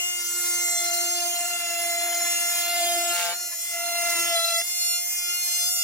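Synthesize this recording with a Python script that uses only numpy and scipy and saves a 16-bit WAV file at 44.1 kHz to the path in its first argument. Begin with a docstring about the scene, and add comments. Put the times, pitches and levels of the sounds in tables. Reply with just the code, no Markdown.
"""A shrill, buzzing whine is heard first, then grinding joins: an oscillating saw plunges into a veneered panel
in a small workshop, in three cuts, each fading into the next. About 347 swings a second, two strokes a swing,
make a harmonic series led by even orders; the panel hums the low orders under load. Noise pulsing with the
strokes is the grinding teeth, sidebands are the panel chattering at a rate of its own, and decaying modes
struck by clicks are snags; a low noise band is the panel rumble."""
import sys
import numpy as np
from scipy import signal
from scipy.fft import rfft, irfft, next_fast_len
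from scipy.io import wavfile

SR = 44100
rng = np.random.default_rng(int(sys.argv[2]) if len(sys.argv) > 2 else 0)


def to_wav(s):
    """Save 16-bit WAV."""
    ch = np.atleast_2d(s).T  # columns
    pcm = np.round(np.clip(ch, -1, 1) * 32767)  # PCM
    wavfile.write(sys.argv[1], SR, pcm.astype(np.int16))


N = 257103
STEP = 32   # samples between points of a slow control

# Motion and load of the blade in each cut, before the fades; the swing sags and the panel hums as it bites:
# (time [s], swing rate [Hz], order 1 [dB], panel hum in order 2 [dB], blade buzz in order 6 [dB],
# head whine in the even orders from 16 [dB])
CUT_1 = [(0, 350.4, -57.5, -44.5, -36, -30), (.16, 351.2, -56, -51, -38, -32),
         (.25, 349.7, -53, -60.5, -43, -31.5), (.35, 351.8, -49, -55, -43.5, -31),
         (.65, 348.9, -47.5, -44, -32, -25.5), (.76, 346.3, -61, -38.5, -34, -25.5),
         (.85, 347.4, -45.5, -38.5, -32.5, -28.5), (.92, 346.8, -47.5, -35.5, -38.5, -30),
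         (1.11, 348, -47.5, -38, -39, -29), (1.26, 347.9, -47.5, -30.5, -43, -27),
         (1.39, 349.3, -45.5, -30.5, -52, -28), (1.52, 350.9, -53, -30.5, -48, -25),
         (1.8, 347.2, -49.5, -28.5, -46, -24)]
CUT_2 = [(1.0, 348.6, -40, -42.5, -50.5, -15.5), (1.28, 345.7, -41.5, -43, -37.5, -24.5),
         (1.422, 346.9, -46, -36.5, -34, -27), (1.531, 346.1, -52, -42, -37, -30),
         (1.75, 342.6, -54, -35, -37.5, -31), (1.86, 344.4, -49, -34, -34.5, -30.5),
         (1.939, 342.9, -55, -32.5, -34, -30), (2.06, 346.6, -48.5, -34, -34.5, -29.5),
         (2.12, 345.6, -51, -34.5, -34.5, -28.5), (2.3, 346, -52, -36.5, -35, -27.5),
         (2.389, 345, -52.5, -40.5, -34, -26.5), (2.54, 347.2, -59.5, -39, -37, -26.5),
         (2.63, 346.4, -51.5, -37.5, -35, -32.5), (2.741, 347.4, -53.5, -32.5, -33, -32),
         (2.83, 346.6, -46, -27.5, -37.5, -30), (2.979, 345.7, -45.5, -28.5, -37.5, -33.5),
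         (3.13, 345.9, -45, -33, -42, -31), (3.19, 347, -85, -35, -38, -33),
         (3.289, 345.1, -63, -31.5, -51.5, -35.5), (3.37, 351.8, -58.5, -46.5, -59, -31),
         (3.47, 352.2, -59.5, -49, -51.5, -30.5), (3.53, 348, -83.5, -56.5, -49, -34),
         (3.62, 351.2, -75, -61.5, -51, -26.5), (4.049, 356.9, -61.5, -52.5, -33.5, -27)]
CUT_3 = [(3.3, 340.7, -51, -38, -29, -16.5), (3.549, 335.2, -62, -43, -42.5, -32),
         (3.68, 344.8, -63, -51.5, -35.5, -38.5), (3.759, 341.4, -56.5, -32.5, -30.5, -30.5),
         (3.869, 345, -55.5, -31.5, -37, -29.5), (4.089, 344.4, -60.5, -32.5, -30.5, -34),
         (4.19, 339.9, -44.5, -41.5, -33, -28.5), (4.28, 342.4, -45.5, -37, -34, -31.5),
         (4.35, 339.1, -62, -25.5, -35, -30), (4.41, 335.7, -78, -33, -40, -30),
         (4.501, 339.4, -73.5, -35.5, -44, -30), (4.601, 337.8, -85, -33, -29, -27),
         (4.625, 346.1, -76, -49, -41, -31), (4.66, 351.4, -65.5, -56, -42, -30.5),
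         (4.92, 347.3, -71.5, -48, -45, -24.5), (5.04, 350.3, -65.5, -49.5, -42, -30),
         (5.129, 351.7, -75.5, -55, -42, -27.5), (5.29, 348.6, -57, -53, -41, -29),
         (5.409, 352, -69.5, -56, -39.5, -28.5), (5.499, 347.4, -62, -51.5, -45.5, -28.5),
         (5.56, 350.9, -70, -53, -38.5, -26.5), (5.629, 347.6, -67, -47, -44, -25),
         (5.689, 350.8, -67.5, -49, -47, -25.5), (5.83, 345.9, -100.5, -50, -41, -26)]
# Level of the other orders, whichever cut sounds: (time [s], order 4 [dB], order 8 [dB], order 12 [dB],
# orders 10 and 14 [dB], odd orders 3-13 [dB], odd orders 15-45 [dB])
MIDDLE = [(0, -52.5, -29, -44, -47.5, -47, -35), (0.12, -49, -33.5, -51, -40, -46, -35.5),
          (0.3, -44.5, -43.5, -48, -46.5, -49, -33), (0.45, -41.5, -45, -41, -41, -43, -28.5),
          (0.6, -42, -39.5, -41.5, -43.5, -42, -34.5), (0.75, -46, -45.5, -39.5, -40.5, -55.5, -39.5),
          (0.9, -40.5, -37.5, -38.5, -41, -49, -37.5), (1.05, -42.5, -38.5, -38, -37, -46, -30.5),
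          (1.23, -45, -34.5, -39.0, -33.5, -39.5, -39.0), (1.4, -42.5, -37, -38, -42.5, -38.5, -39.5),
          (1.55, -40, -34, -39, -37, -43.5, -44.5), (1.75, -45.5, -37.5, -45, -42, -43, -39.5),
          (1.9, -47, -38.5, -40.0, -39.5, -45, -39.5), (2.05, -44.5, -42.5, -42, -42, -43, -36.5),
          (2.2, -44, -45.5, -40, -48.5, -43.5, -36.5), (2.34, -46.5, -36.5, -40.5, -39, -39, -31.5),
          (2.48, -42, -40.5, -42.5, -41.5, -42, -42.5), (2.58, -43.5, -45, -38.5, -43.5, -33.5, -29.5),
          (2.7, -38, -36.5, -39, -37.5, -39.0, -32.5), (2.84, -44, -39.5, -41.5, -37.5, -32.5, -32.0),
          (3, -41.0, -41, -42.5, -39.5, -38, -29.5), (3.13, -34, -37, -38.5, -46, -32.5, -33.5),
          (3.25, -39.5, -40.5, -54.5, -41.5, -50.5, -34), (3.36, -47, -49, -39.5, -43, -52, -41.5),
          (3.45, -46, -44, -44, -44.5, -48.5, -36.5), (3.55, -57.5, -51, -45, -51, -50, -33.5),
          (3.68, -52.0, -50, -49, -38, -43.5, -38), (3.77, -40.5, -39, -47.5, -47, -43.5, -40),
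          (3.9, -39, -38.5, -35.5, -42, -48.5, -36.5), (4.06, -37.5, -36.0, -39.5, -43.5, -40, -30),
          (4.14, -39, -36, -40, -41.5, -43.5, -35.5), (4.2, -35.5, -34.5, -38, -38.5, -38.5, -31),
          (4.31, -37, -39, -43, -35, -35, -32), (4.38, -33, -44.5, -29.5, -28.5, -40.5, -34),
          (4.45, -35.0, -39.5, -30.5, -36.5, -62, -36.5), (4.58, -37.5, -39.5, -34, -31.5, -61, -39.5),
          (4.66, -59, -49.5, -48, -42, -44, -39), (4.8, -53.5, -42, -35, -36, -43.5, -34),
          (4.96, -43.5, -37.5, -35, -35, -47, -40.5), (5.05, -67.5, -53, -48, -43, -49, -36.5),
          (5.13, -58.5, -42, -58.5, -43, -43.5, -33.5), (5.22, -51, -44.5, -46.5, -40, -43.5, -38.5),
          (5.3, -40, -35, -40.5, -36, -44, -35.5), (5.38, -49, -37.5, -40.0, -38.5, -42, -34.5),
          (5.45, -57, -51, -34.5, -36.5, -42.5, -32), (5.55, -53.5, -40, -37.5, -35.0, -46, -32.5),
          (5.64, -48, -44, -39.5, -30.5, -48.5, -37), (5.74, -49, -41.5, -48, -34.5, -60.5, -34),
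          (5.83, -44, -34.5, -44.5, -31.5, -51.0, -31)]
# Orders sharing each level column, those of the cut first, then those of MIDDLE: [order numbers]
GROUPS = [
    [1],
    [2],
    [6],
    range(16, 46, 2),
    [4],
    [8],
    [12],
    [10, 14],
    range(3, 15, 2),
    range(15, 46, 2),
]
# Colour of head and blade within those groups, one table a cut: (order, relative level [dB])
COLOUR_1 = [(1, -14), (2, -7), (3, -25.5), (4, -9), (5, -31), (6, -2), (7, -23.5), (8, -18), (9, -16),
            (10, -21), (11, -23), (12, -12.5), (13, -26.5), (14, -18.5), (15, -35.5), (16, -5), (17, -18.5),
            (18, 0), (19, -20.5), (20, -1.5), (21, -14), (22, -2), (23, -8.5), (24, -4), (25, -6.5),
            (26, -12.5), (27, -14.5), (28, -12.5), (29, -25), (30, -12.5), (31, -18), (32, -9.5),
            (33, -12.5), (34, -12.5), (35, -17.5), (36, -10.5), (37, -26), (38, -11.5), (39, -22.5),
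            (40, -14.5), (41, -26.5), (42, -7), (43, -22), (44, -22.5), (45, -33.5)]
COLOUR_2 = [(1, -17), (2, 0), (3, -23), (4, -10), (5, -17.5), (6, -3), (7, -13.5), (8, -13), (9, -7.5),
            (10, -18.5), (11, -17), (12, -16), (13, -20.5), (14, -21), (15, -13), (16, -8), (17, -21),
            (18, -8.5), (19, -9.5), (20, -2.5), (21, -14.5), (22, -8.5), (23, -10), (24, -5), (25, -10.5),
            (26, -8.5), (27, -16), (28, -9.5), (29, -17), (30, -10.5), (31, -18), (32, -1.5), (33, -23.5),
            (34, -15.5), (35, -20), (36, -15.5), (37, -14), (38, -14.5), (39, -12), (40, -11), (41, -28.5),
            (42, -16.5), (43, -24.5), (44, -13.5), (45, -24.5)]
COLOUR_3 = [(1, -18), (2, 0), (3, -27), (4, -3), (5, -26.5), (6, -1), (7, -22.5), (8, -7.5), (9, -14),
            (10, -9), (11, -24.5), (12, -10), (13, -21), (14, -15.5), (15, -11), (16, -7.5), (17, -19.5),
            (18, -12.5), (19, -7), (20, -6.5), (21, -13.5), (22, -13), (23, -23.5), (24, -13), (25, -7.5),
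            (26, -10.5), (27, -13), (28, -12), (29, -10), (30, -17), (31, -13), (32, -13), (33, -14.5),
            (34, -12), (35, -18.5), (36, -23.5), (37, -18.5), (38, -14), (39, -14.5), (40, -9.5), (41, -17),
            (42, -20), (43, -20), (44, -19), (45, -19)]
# Colour once the blade is lifted and runs free: (order, relative level [dB])
COLOUR_FREE = [(1, -29), (2, -15), (3, -27.5), (4, -14), (5, -24.5), (6, -7), (7, -9), (8, -10.5), (9, -10),
               (10, -9), (11, -19), (12, -9.5), (13, -22.5), (14, -5), (15, -18), (16, -1.5), (17, -10.5),
               (18, -2), (19, -9), (20, 1), (21, -13), (22, -6), (23, -22.5), (24, -0.5), (25, -12),
               (26, -5), (27, -17.5), (28, -6), (29, -12.5), (30, -6.5), (31, -9.5), (32, -8), (33, -3),
               (34, -10), (35, -12.5), (36, -9), (37, -17.5), (38, -7.5), (39, -7), (40, -9), (41, -22.5),
               (42, -14), (43, -23), (44, -13), (45, -30.5)]
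# When the blade leaves the wood, one entry a cut; a time past the end means never: (time [s])
LIFTED_S = [6, 3.35, 4.63]
# The tool is held differently each time, so some orders lag further at the right microphone (negative: less):
# (order, cut 1 [rad], cut 2 [rad], cut 3 [rad], running free [rad])
HELD = [(8, 1.074, 0.23, -.5, 0.0035), (12, 0.35, -0.41, -3, 2.02), (16, 1.54, 0.82, 1.82, 1.81),
        (18, -0.2, -0.14, -0.2, -2.5), (20, 0.8, -0.9, 0.68, 0.45)]
FREE_ROUGH = 0.55   # share of the flutter left when the blade runs free
# Least share of flutter: order 1 is only the mismatch of the two strokes, which never match for long
FIRST_SHRILL, ODD_SHRILL, EVEN_SHRILL = 0.55, 0.4, 0.33


def cut(rows, orders, number):
    """Harmonic series of a periodic motion: orders locked to one swing phase, roughened by load."""
    span = slice(round(rows[0][0] * SR), min(round(rows[-1][0] * SR), N))
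    hz, *levels = [column[span] for column in in_time(rows)]
    size, mean_hz = len(hz), hz.mean()
    hunting_hz = 0.2386 * fill(drift(18.36, size), size)   # the motor hunts slightly
    turn = 2 * np.pi * np.cumsum(hz + hunting_hz) / SR
    # the hum of the panel tells how hard the blade bites
    load = np.clip((levels[1] + 58) / 22, FREE_ROUGH, 1)
    # strokes land early or late: skirts on high orders
    turn = turn + 0.011 * load * fill(drift(70, size), size)

    levels += [column[span] for column in in_time(MIDDLE)]
    slow_s = np.arange(span.start, span.stop)[::STEP] / SR
    lifted = np.clip((slow_s - LIFTED_S[number]) / 0.03, 0, 1)
    colour = {k: biting + (free - biting) * lifted
              for (k, biting), (_, free) in zip(orders, COLOUR_FREE)}
    line_db = {}
    for group, level_db in zip(GROUPS, levels):
        # power sum of the colour, so that it only shares out the group level
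        total_db = 10 * np.log10(sum(from_db(colour[k]) ** 2 for k in group))
        for k in group:
            line_db[k] = level_db + fill(colour[k] - total_db, size)

    lifted = np.pad(lifted, (0, 2), "edge")[:size // STEP + 2]
    trails = {round(k): held[number] + (held[3] - held[number]) * lifted for k, *held in HELD}
    lines, swing, carrier = np.zeros((2, size)), np.exp(1j * turn), 1
    for k in sorted(line_db):
        carrier = carrier * swing   # one order higher
        if k % 2:
            least = ODD_SHRILL if k > 1 else FIRST_SHRILL
            lines += partial(carrier, k * mean_hz, line_db[k], wander_db=1.8, flutter_db=2.8,
                             wander_rad=0.6, load=load, least=least)
        else:
            lines += partial(carrier, k * mean_hz, line_db[k], wander_db=1.18, flutter_db=3.0,
                             wander_rad=0.666, load=load, least=EVEN_SHRILL, trail=trails.get(k, 0))
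    for bout in CHATTER:
        # a bout belongs to the cut begun last
        if sum(later[0][0] < bout[0] for later in (CUT_2, CUT_3)) == number:
            lines += chatter_lines(bout, turn, span, mean_hz)
    return np.pad(lines, ((0, 0), (span.start, N - span.stop)))


# Level difference of the two microphones: (frequency [Hz], left minus right [dB])
BALANCE_DB = [(60, -13), (200, 5.5), (380, 1), (700, 1.5), (1290, 3.5), (2380, 1.5), (4400, 0.5), (8120, 0),
              (15000, -4.5)]
# Likeness of the two microphones: (frequency [Hz], left-right likeness [0-1])
LIKENESS = [(60, 1), (300, 0.994), (900, 0.876), (2000, 0.75), (5000, 0.201), (15000, 0.483)]
BLUR_FROM_HZ, BLUR_RAD_PER_KHZ = 8000, 0.11   # above this the lines smear ever more into rasp


def partial(carrier, hz, level_db, wander_db, flutter_db, wander_rad, load, least=0, trail=0):
    """Amplitude and phase modulation: slow chance broadens a line, partly apart at two microphones."""
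    n = len(carrier)
    apart = np.sqrt(max(1 - at_hz(LIKENESS, hz), 0))
    shrill = max(min(hz / 4000, 1) ** 0.8, least)   # higher lines waver more
    level_db, load = [np.pad(c[::STEP], (0, 2), "edge")[:n // STEP + 2] for c in (level_db, load)]
    left_right = np.array([[0.5], [-0.5]])

    level_db = level_db + shrill * (wander_db * drift(11.55, n) + flutter_db * load * drift(53.8, n))
    level_db = level_db + left_right * (at_hz(BALANCE_DB, hz) + 2.45 * apart * drift(2.23, n))
    shift = rng.uniform(0, 2 * np.pi) + wander_rad * shrill * load * drift(24.5, n)
    shift = shift + left_right * (trail + apart * drift(2.433, n))
    blur_rad = BLUR_RAD_PER_KHZ * max(hz - BLUR_FROM_HZ, 0) / 1000 * load
    shift = shift + blur_rad * (drift(90, n) + [[0.6], [-0.6]] * drift(90, n))
    gains = np.sqrt(2) * from_db(level_db) * np.exp(1j * shift)   # a line at 0 dB has unit RMS
    return [(fill(gain, n) * carrier).imag for gain in gains]


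# Bouts of panel chatter: (start [s], swell [s], hold [s], bounce rate [Hz], top level [dB])
CHATTER = [(2.04, 0.0874, 0.01574, 190.5, -55.5), (2.644, 0.0478, .01, 186.9, -51),
           (3.121, 0.0693, 0.1393, 190.1, -42.5), (3.749, 0.392, 0.0504, 311, -48)]
# Lines beside each even order: (multiple of the bounce rate, relative level [dB])
CHATTER_SIDES = [(-3, -11), (-2, -17.5), (-1, -3.5), (1, 3.5), (2, -10), (3, -16.5)]
# Colour of the chatter lines: (frequency [Hz], relative level [dB])
CHATTER_COLOUR = [(150, -31), (200, -23), (300, -10), (500, -1), (900, -1), (1600, -3), (3000, -1),
                  (6000, -14), (16000, -22)]
CHATTER_STOP_S = 0.045   # closing fall of each bout


def chatter_lines(bout, turn, span, swing_hz):
    """Intermodulation: a panel bouncing at its own rate sets sum and difference tones by the even orders."""
    s, swell_s, hold_s, rate_hz, top_db = bout
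    corner_s = s + np.cumsum([0, swell_s, hold_s, CHATTER_STOP_S])
    corner_db = top_db + np.array([-11.16, -2.61, 0, -45])
    level_db, = in_time(np.transpose([corner_s, corner_db]))
    on = np.arange(round(s * SR), round((s + swell_s + hold_s + CHATTER_STOP_S) * SR))
    size, in_cut = len(on), on - span.start
    bounce = 2 * np.pi * np.cumsum(rate_hz + 3.12 * fill(drift(28.7, size), size)) / SR
    onset = np.minimum(np.arange(size) / (0.01 * SR), 1)
    out = np.zeros((2, len(turn)))
    for k in range(0, 24, 2):
        for side, side_db in CHATTER_SIDES:
            hz = k * swing_hz + round(side) * rate_hz
            if hz > 100:
                line_db = level_db[on] + side_db + at_hz(CHATTER_COLOUR, hz)
                carrier = onset * np.exp(1j * (k * turn[in_cut] + round(side) * bounce))
                out[:, in_cut] += partial(carrier, hz, line_db, wander_db=0.5, flutter_db=2,
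                                          wander_rad=0.6, load=np.ones(size))
    return out


# Blade snags and jumps: (time [s], strength before the mode levels [dB])
SNAGS = [(4.373, -52), (4.606, -45)]
# Modes of the panel: (frequency [Hz], relative level [dB], decay time to -60 dB [s])
PANEL = [(367.3, -11, 0.12), (710.6, 8.5, 0.044), (1103, -19.5, 0.017), (1608.5, -3.5, 0.0594),
         (2080, 15, 0.0228), (2795, 14, 0.024)]


def snags():
    """Modal ringing: click clusters excite damped two-pole resonators; the thin panel gives no bass."""
    out = np.zeros(N)
    for hz, mode_db, t60 in PANEL:
        clicks = np.full(N, 1e-18)
        for s, strength_db in SNAGS:
            places = round(s * SR) + rng.integers(0, 550, 12)
            clicks[places] = from_db(strength_db + mode_db - 6) * rng.normal(0, 1, 12)
        r, w = from_db(-60 / (t60 * SR)), 2 * np.pi * hz / SR   # pole radius and angle
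        out += signal.lfilter([0, np.sin(w)], [1, -2 * r * np.cos(w), r * r], clicks)
    return signal.sosfilt(signal.butter(4, 300, "high", fs=SR, output="sos"), out)


# Teeth grinding: (time [s], rasp [dB], hiss [dB])
GRIND = [(0, -64.5, -61.5), (.19, -57.5, -38), (.34, -57, -41), (.55, -51.5, -32), (.74, -54, -41),
         (.99, -52, -34.5), (1.1, -51.5, -39), (1.73, -48, -37), (2.12, -47, -40), (2.56, -48, -36.5),
         (2.69, -50.5, -35.5), (2.93, -54, -38), (3.1, -52.5, -35.5), (3.32, -46, -40), (3.38, -52, -59.5),
         (3.48, -65.5, -50), (3.53, -48, -39), (3.58, -72.5, -52), (3.7, -59, -36.5), (3.8, -60, -45),
         (4.1, -51.5, -33), (4.4, -52, -41.5), (4.61, -62, -36), (4.68, -60.5, -38), (4.78, -70.5, -62),
         (4.96, -66, -56.5), (5.03, -56.5, -45), (5.2, -58.5, -46), (5.4, -58, -40.5), (5.68, -54, -38.5),
         (5.83, -78, -35)]
# Level of the upper rasp: (time [s], level [dB])
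UPPER_RASP = [(0, -61.5), (.3, -59), (.5, -57), (.7, -49.5), (.9, -46.5), (1.1, -62), (1.5, -59.5),
              (1.7, -43), (1.9, -49), (2.1, -46.5), (2.55, -48.5), (2.69, -46), (2.852, -47.5), (3.1, -52),
              (3.18, -38), (3.32, -44.5), (3.38, -61), (3.48, -63), (3.531, -48.5), (3.6, -64),
              (3.8, -49.5), (4.099, -51), (4.3, -49.5), (4.5, -42.5), (4.611, -54), (4.68, -85),
              (4.96, -84), (5.03, -59.5), (5.12, -81.5), (5.45, -86), (5.83, -70)]
# Edges of the rumble, rasp, upper rasp and hiss bands: (frequency [Hz])
BAND_EDGES_HZ = [120, 600, 2300, 5000, 16500]


def grind():
    """Amplitude-modulated noise: teeth tear fibres in three bands that pulse with the strokes."""
    count = swings()
    torn = at_microphones(tearing(count))
    strokes = 1 + 0.5 * np.cos(2 * np.pi * count) + 0.89 * np.cos(4 * np.pi * count)
    pulse = strokes * rattle()
    rasp_db, hiss_db = in_time(GRIND)
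    upper_db, = in_time(UPPER_RASP)
    out = np.zeros((2, N))
    for low, high, level_db in zip(BAND_EDGES_HZ[1:], BAND_EDGES_HZ[2:], (rasp_db, upper_db, hiss_db)):
        out += pulse * noise_band(torn, low, high, level_db, low_power=20)
    # high-pass: keep low by-products of the pulsing out of the grinding
    return signal.sosfilt(signal.butter(4, 250, "high", fs=SR, output="sos"), out)


SWING_MEMORY = 0.7   # share of the tearing noise that the next swing repeats, unless the panel chatters


def tearing(count):
    """Correlated noise: each swing partly repeats the last, so two noises gather round the orders."""
    rows, size = int(count[-1]) + 2, 384   # one row a swing
    fresh = irfft(rfft(rng.standard_normal((rows, 2, 96))), size)   # smooth interpolation
    memory = SWING_MEMORY * (1 - np.interp(np.arange(rows), count, chatter_depth().max(axis=0)))
    for i in range(1, rows):
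        fresh[i] = memory[i] * fresh[i - 1] + np.sqrt(1 - memory[i] ** 2) * fresh[i]
    return np.array([np.interp(count * size, np.arange(rows * size), fresh[:, k].ravel()) for k in (0, 1)])


def swings():
    """Phase as the integral of frequency: swings at the old cut's speed until its fade is half done, then the new."""
    second, third = fades()
    speeds = [in_time(rows)[0] for rows in (CUT_1, CUT_2, CUT_3)]
    first_two = np.where(second > 0.5, speeds[1], speeds[0])
    return np.cumsum(np.where(third > 0.5, speeds[2], first_two)) / SR


def rattle():
    """Periodic gating: a gain chops the grinding at the bounce rate while the panel chatters."""
    rates_hz = np.array(CHATTER)[:, 3:4]
    return 1 + np.sum(chatter_depth() * np.cos(2 * np.pi * rates_hz * np.arange(N) / SR), axis=0)


RATTLE_FULL_DB = -46   # chatter this loud chops the grinding fully into bounces


def chatter_depth():
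    """Modulation depth: how hard each bout shakes the blade, 0-1, one row a bout."""
    depths = []
    for s, swell_s, hold_s, _, top_db in CHATTER:
        corner_s = s + np.cumsum([0, swell_s, hold_s, CHATTER_STOP_S])
        shape = np.interp(np.arange(N) / SR, corner_s, [0, 1, 1, 0])
        depths.append(min(from_db(top_db - RATTLE_FULL_DB), 1) * shape)
    return np.array(depths)


RUMBLE_DB, RUMBLE_FOLLOWS = -73.5, 0.05   # level at the mean rasp; share of the rasp's swing in dB


def rumble():
    """Band-limited noise: a low panel rumble with small random surges, unpulsed by the strokes."""
    plain = at_microphones(rng.standard_normal((2, N)))
    rasp_db = in_time(GRIND)[0]
    level_db = RUMBLE_DB + RUMBLE_FOLLOWS * (rasp_db - rasp_db.mean())
    return noise_band(plain, BAND_EDGES_HZ[0], BAND_EDGES_HZ[1], level_db, low_power=4)


# Colour of the noise; it gathers in the ringing bands of the blade: (frequency [Hz], relative level [dB])
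GRIND_COLOUR = [(25, -17), (120, -7.5), (300, -5), (600, 0.5), (650, -1), (1000, -12.5), (1750, 15),
                (2300, 1), (3150, 1), (4500, 1), (5300, -3.5), (6600, -1), (7400, -3), (8300, -1),
                (10000, -5), (11500, -6), (13200, -5), (14500, -4), (16000, -7)]


def at_microphones(noises):
    """Partial coherence: a mid and a side noise give coloured left and right spectra."""
    size = next_fast_len(N)
    hz = np.fft.rfftfreq(size, 1 / SR)
    mid, side = rfft(noises, size)
    alike = at_hz(LIKENESS, hz) - 0.15   # noise is less alike than the lines
    colour = from_db(at_hz(GRIND_COLOUR, hz) + [[0.5], [-0.5]] * at_hz(BALANCE_DB, hz))
    return colour * (np.sqrt(1 + alike) * mid + [[1], [-1]] * np.sqrt(1 - alike) * side)


def noise_band(spectrum, low, high, level_db, low_power):
    """Band-pass filtering: one band at unit spread, then set to a level that surges at random."""
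    size = next_fast_len(N)
    hz = np.fft.rfftfreq(size, 1 / SR)
    level_db = level_db + fill(1.8 * drift(10.0, N) + 1.2 * drift(30, N), N)
    shape = 1 / np.sqrt(1 + (hz / high) ** 12) / np.sqrt(1 + (low / (hz + 1)) ** low_power)
    band = irfft(spectrum * shape, size)[:, :N]
    return band / band.std() * from_db(level_db)


def from_db(db):
    """Logarithmic level: decibels to amplitude gain."""
    return 10 ** (np.asarray(db) / 20)


def in_time(rows):
    """Linear interpolation: columns of a table joined by straight lines, one value a sample."""
    s, *columns = np.transpose(rows)
    return [np.interp(np.arange(N) / SR, s, c) for c in columns]


def at_hz(points, hz):
    """Logarithmic pitch scale: a spectrum read between its points on a log-frequency axis."""
    f, v = np.transpose(points)
    return np.interp(np.log(np.maximum(hz, 1)), np.log(np.maximum(f, 1)), v)


def drift(rate, size):
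    """Low-passed noise of spread 1, a value every STEP samples; three poles keep gaps between lines clear."""
    r = np.exp(-2.6 * np.pi * STEP * rate / SR)
    noise = rng.standard_normal(size // STEP + 1002)
    slow = signal.lfilter([1], np.poly([r, r, r]), noise)[1000:]   # drop the settling
    return slow / slow.std()


def fill(slow, size):
    """Linear upsampling: from one value every STEP samples to one a sample."""
    return np.interp(np.arange(size) / STEP, np.arange(len(slow)), slow)


def fades():
    """Linear crossfade: share of the second and of the third cut as they fade in."""
    t = np.arange(N) / SR
    pairs = (CUT_1, CUT_2), (CUT_2, CUT_3)
    return [np.clip((t - new[0][0]) / (old[-1][0] - new[0][0]), 0, 1) for old, new in pairs]


def scene():
    """Superposition: three crossfaded cuts, the snags, the grinding and the rumble add."""
    second, third = fades()
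    saw = (1 - second) * cut(CUT_1, COLOUR_1, number=0)
    saw = saw + second * (1 - third) * cut(CUT_2, COLOUR_2, number=1)
    saw = saw + third * cut(CUT_3, COLOUR_3, number=2)
    return saw + snags() + grind() + rumble()


# Phase by which the right microphone trails the left: (frequency [Hz], lag [rad])
RIGHT_TRAILS = [(60, -1), (700, .5), (1400, 0.6385), (2080, 0.6574), (2770, 1.1229), (3470, 4), (4160, 5),
                (4860, 4.5), (5550, 5.5), (6250, 7.5), (6940, 7.5), (7630, 8), (8330, 9.5), (9020, 10.5),
                (9720, 12), (10400, 13), (11100, 15.5), (11800, 17), (12500, 17.5), (16000, 26.5)]
CUTOFF_HZ = 15850


def record(dry):
    """Interchannel phase: the right microphone trails by a lag set by frequency; a low-pass cuts the top."""
    size = next_fast_len(N)
    lag = at_hz(RIGHT_TRAILS, np.fft.rfftfreq(size, 1 / SR))
    right = irfft(rfft(dry[1], size) * np.exp(-1j * lag), size)[:N]
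    top_cut = signal.ellip(12, 0.5, 70, CUTOFF_HZ, fs=SR, output="sos")
    return signal.sosfilt(top_cut, [dry[0], right])


dry = scene()
out = record(dry)
to_wav(out)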